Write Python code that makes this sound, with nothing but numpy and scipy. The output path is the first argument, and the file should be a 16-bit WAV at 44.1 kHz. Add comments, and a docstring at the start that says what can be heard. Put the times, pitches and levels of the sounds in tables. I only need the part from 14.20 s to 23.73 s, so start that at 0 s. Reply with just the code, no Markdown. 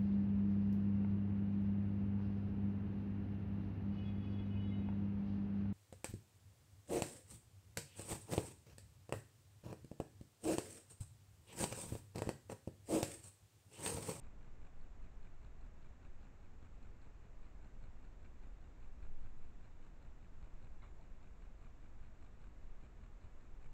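"""A quiet garage at night: low room rumble, faint mains hum and microphone hiss are there throughout.
From the start, a small mechanism close by ticks five times a second. In each tick its parts touch and
shake the case, giving a short rattle and a soft thud; in most, a metal part snaps home with a sharp ping.
Near five seconds the rumble swells briefly. At about 6.6 seconds something further off taps lightly,
rebounds and settles, leaving a thin ring. The ticking goes on to the end."""
import sys
import numpy as np
from scipy import signal
from scipy.fft import rfft, irfft
from scipy.io import wavfile

SR = 44100
rng = np.random.default_rng(int(sys.argv[2]) if len(sys.argv) > 2 else 0)


def log_audio(samples):
    """Write samples as a 16-bit WAV file to the path given in sys.argv[1]."""
    # one column per channel
    frames = np.atleast_2d(samples).T
    # limit to full scale, then quantise
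    limited = np.clip(frames, -1, 1)
    pcm = np.round(limited * 32767).astype(np.int16)
    wavfile.write(sys.argv[1], SR, pcm)


N = 420273

# The far taps. Each row: start in seconds, echo level in dB, pitch in Hz above which the echo is dull,
# seconds for the echo to fade by 60 dB, clink level in dB, clink pitch as a ratio.
FAR_TAPS = [(6.620, -65.5, 2980, 0.14, -57.5, 0.95), (6.676, -80, 2000, 0.06, -66, .95),
            (6.758, -72, 520, .05, -90, 0.87), (6.779, -69.5, 480, 0.2, -90, 1)]
# The tones of the metal part. Each row: pitch in Hz, relative level in dB, seconds to fade by 60 dB.
PING_TONES = [(4163, 0.5, 0.015), (3616, -4, .007), (8000, -5, .008)]


def gain_of(db):
    """Turns decibels into a number to multiply a sound by."""
    return 10 ** (np.asarray(db) / 20)


def evened(x):
    """Scales a sound so that its average strength (rms) is 1."""
    return x / np.sqrt(np.mean(x ** 2) + 1e-30)


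def add(mix, s, sound):
    """Mixes a sound in, starting at s seconds."""
    part = mix[max(round(s * SR), 0):][:len(sound)]
    part += sound[:len(part)]


def envelope(start_s, attack_s, hold_s, release_s):
    """Rises from 0 to 1, holds, and falls back to 0."""
    return np.interp(np.arange(N) / SR, start_s + np.cumsum([0, attack_s, hold_s, release_s]), [0, 1, 1, 0])


def noise(spectrum):
    """Steady noise whose strength from low to high follows the given rows."""
    hz, db = np.transpose(spectrum)
    shape = gain_of(np.interp(np.log(np.fft.rfftfreq(N, 1 / SR) + 1), np.log(hz + 1), db))
    return irfft(rfft(rng.standard_normal(N)) * shape, N) * np.sqrt(SR / 2)


def low_pass(x, hz, order):
    """Keeps what lies below hz; a higher order cuts more sharply."""
    return signal.oaconvolve(x, signal.firwin(order, hz, fs=SR), "same")


def resonances(table, f):
    """How strongly an object answers at frequencies f: most near the pitches it likes to ring at."""
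    return np.sqrt(sum(gain_of(db) ** 2 / (1 + ((f - hz) / width) ** 2) ** 2 for hz, width, db in table))


def knock(table, size=8192):
    """The sound an object makes after one sharp click."""
    f = abs(np.fft.fftfreq(size, 1 / SR))
    log_gain = np.log(resonances(table, f) + 1e-5)
    spectrum = np.exp(np.conj(signal.hilbert(log_gain)))  # puts the ringing after the click
    return np.fft.ifft(spectrum).real


def struck(tones, pitch, size=8192):
    """The fading tones of a struck part, with every frequency multiplied by pitch."""
    t = np.arange(size) / SR
    return sum(gain_of(db - 60 * t / fade_s) * np.sin(2 * np.pi * hz * pitch * t)
               for hz, db, fade_s in tones)


def microphone_hiss():
    """The microphone's own steady hiss."""
    # Each row: frequency in Hz, level in dB per Hz.
    hiss_spectrum = [(300, -101), (700, -102.6), (1100, -105.6), (1900, -110.3), (2600, -113.9),
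                     (2950, -117.3), (3200, -122), (3400, -119.3), (4000, -121.5), (4800, -125.4),
                     (6000, -124), (7100, -120.9), (7900, -124), (8500, -128)]
    return noise(hiss_spectrum)


def room_rumble(deep_hz=28, deep_db=-0.4, surge_db=7.5, swell_s=.15):
    """The room's low rumble swells briefly, and its deepest part surges once."""
    # The rumble at rest. Each row: frequency in Hz, level in dB per Hz.
    rumble_spectrum = [(2, -83), (13, -58.5), (22, -73.5), (35, -70), (48, -76), (100, -87), (160, -91.5),
                       (250, -95.5), (420, -102.5), (3000, -160)]
    # Swells of the whole rumble. Each row: time of the top in seconds, height in dB.
    swells = [(4.25, 0), (4.88, 1.5), (5.31, 0.5)]
    swell_db = sum(db * envelope(s - swell_s, swell_s, 0, swell_s) for s, db in swells)
    rumble = noise(rumble_spectrum) * gain_of(swell_db)
    deep = low_pass(rumble, deep_hz, order=8191)
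    surge = envelope(start_s=4.56, attack_s=.4, hold_s=0, release_s=.61)
    return rumble + deep * (gain_of(deep_db + surge_db * surge) - 1)


def mains_hum(hz=60, level_db=-69, waver=0.32):
    """The low hum of mains electricity, slowly wavering in loudness."""
    drift = evened(low_pass(rng.standard_normal(N), hz=2, order=32767))
    tone = np.sqrt(2) * np.sin(2 * np.pi * hz * np.arange(N) / SR)
    return gain_of(level_db) * tone * (1 + waver * drift)


def thin_ring(hz=7065, level_db=-93):
    """A thin high tone, set off by the first far tap, lingers for a moment."""
    fade = envelope(start_s=FAR_TAPS[0][0], attack_s=.03, hold_s=.07, release_s=.18)
    tone = np.sqrt(2) * np.sin(2 * np.pi * hz * np.arange(N) / SR)
    return gain_of(level_db) * fade * tone


def far_taps(clink_rise_s=.004, echo_rise_s=.012, echo_delay_s=.005):
    """Each tap clinks, then its room echo grows and dies away at the tapped thing's own pitches."""
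    # The hard clink, heard directly. Each row: pitch in Hz, relative level in dB, seconds to fade by 60 dB.
    clink_tones = [(2250, 4, 0.033), (3700, -12, .03), (4100, -5, .032)]
    # Where the tapped thing rings. Each row: pitch in Hz, width in Hz, relative level in dB.
    tapped_resonances = [(684, 48, -6.5), (877, 46, -3), (1085, 80, 0), (1335, 92, -3.5),
                         (2180, 300, -10.5), (2840, 170, -13), (3530, 160, -10), (4020, 130, -8)]
    t, f = np.arange(SR) / SR, np.fft.rfftfreq(SR, 1 / SR)
    body = resonances(tapped_resonances, f)
    out = np.zeros(N)
    for s, echo_db, dull_hz, fade_s, clink_db, pitch in FAR_TAPS:
        clink = struck(clink_tones, pitch, size=SR) * (1 - np.exp(-t / clink_rise_s))
        add(out, s, gain_of(clink_db) * clink)
        dulled_body = body / (1 + (f / dull_hz) ** 4)
        echo = evened(irfft(rfft(rng.standard_normal(SR)) * dulled_body, SR))
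        bloom = gain_of(-60 * t / fade_s) * (1 - np.exp(-t / echo_rise_s))
        add(out, s + echo_delay_s, gain_of(echo_db) * echo * bloom / bloom.max())
    return out


def beat(first_s=.0292, every_s=.19991, full_db=-0.5, weak_db=-4.5):
    """The mechanism's even beat, as pairs of time and strength; about every fourth tick is weak."""
    first_weak, weak_every = 3.05, 3.875  # counted in ticks
    times = np.arange(first_s, N / SR, every_s)
    weak = (np.arange(len(times)) - first_weak + .5) % weak_every < 1
    return zip(times, np.where(weak, weak_db, full_db))


def ticks(rasp_db=-34, touch_db=-77, scatter_db=1.2, scrape_s=.0048, detune=.013, size=4096):
    """Each tick is a few brief contacts: their scraping shakes the case and the metal part pings lightly."""
    # The contacts in one tick. Each row: offset from the beat in seconds, relative scrape level in dB,
    # relative ping level in dB, random spread of the timing in seconds.
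    contacts = [(-.014, -7.5, -7, 0.0038), (0, -2.5, -2.5, 0.0014), (0.014, -2.5, -3, 0.0038),
                (0.02, -3.5, -4, 0.0023), (0.031, -3.5, -10, .003), (.041, -2, -28, 0.0033)]
    # Where the case rings; the lowest pitch gives the soft thud.
    # Each row: pitch in Hz, width in Hz, relative level in dB.
    case_resonances = [(87.5, 36, 27), (214, 83, 13.5), (700, 510, 1), (1167, 120, 0.5), (1512, 180, 2),
                       (2368, 240, -.5), (2850, 180, -9), (3810, 190, -11.5), (7200, 230, -12.5),
                       (7990, 220, -16)]
    t = np.arange(size) / SR
    scrapes, pings = np.zeros(N), np.zeros(N)
    for s, db in beat():
        for offset_s, scrape_db, ping_db, scatter_s in contacts:
            late, harder, higher = rng.standard_normal(3)
            start_s = s + offset_s + scatter_s * late
            force = gain_of(db + scatter_db * harder)
            scrape = rng.standard_normal(size) * np.exp(-t / scrape_s)
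            add(scrapes, start_s, force * gain_of(scrape_db) * scrape / np.linalg.norm(scrape))
            ping = struck(PING_TONES, 1 + detune * higher)
            add(pings, start_s, force * gain_of(touch_db + ping_db) * ping)
    rasp = gain_of(rasp_db) * signal.oaconvolve(scrapes, knock(case_resonances))[:N]
    return rasp + pings


def snaps(detune=.016):
    """In most ticks the metal part snaps home with a sharp ping, seating a little differently each time."""
    # Each row: start in seconds, level in dB.
    snap_events = [(0.2287, -77), (0.4514, -78), (0.612, -73), (0.846, -78), (1.0291, -77), (1.248, -74),
                   (1.4114, -72), (1.6285, -75), (1.8262, -80), (2.0123, -79), (2.2473, -77), (2.429, -79),
                   (2.6285, -75), (2.817, -73), (3.2564, -75), (3.4485, -77), (3.6383, -73), (3.8514, -74),
                   (4.0512, -78), (4.2228, -79), (4.4142, -76), (4.6294, -79), (4.8279, -77), (5.0439, -75),
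                   (5.4563, -74), (5.6491, -78), (5.8266, -74), (6.2277, -74), (6.4472, -78), (6.812, -71),
                   (7.0296, -77), (7.229, -77), (7.414, -78), (7.8591, -79), (8.0473, -78), (8.216, -75),
                   (8.6505, -73), (8.8479, -76), (9.013, -76), (9.2113, -73), (9.4287, -76)]
    out = np.zeros(N)
    for s, db in snap_events:
        pitch = 1 + detune * rng.standard_normal()
        add(out, s, gain_of(db) * struck(PING_TONES, pitch))
    return out


def scene():
    """Everything that reaches the one microphone, plus its own hiss."""
    background = room_rumble() + mains_hum() + microphone_hiss()
    return (background + thin_ring() + far_taps() + ticks() + snaps())[None]


def record(dry, microphone_hz=8220, floor_db=-95.5, top_hz=15800):
    """The microphone loses the high treble, its electronics add faint noise, and the very top is cut."""
    narrow = low_pass(dry[0], microphone_hz, order=201)
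    electronic_noise = gain_of(floor_db) * rng.standard_normal(N)
    return low_pass(narrow + electronic_noise, top_hz, order=511)[None]


dry = scene()
out = record(dry)
log_audio(out)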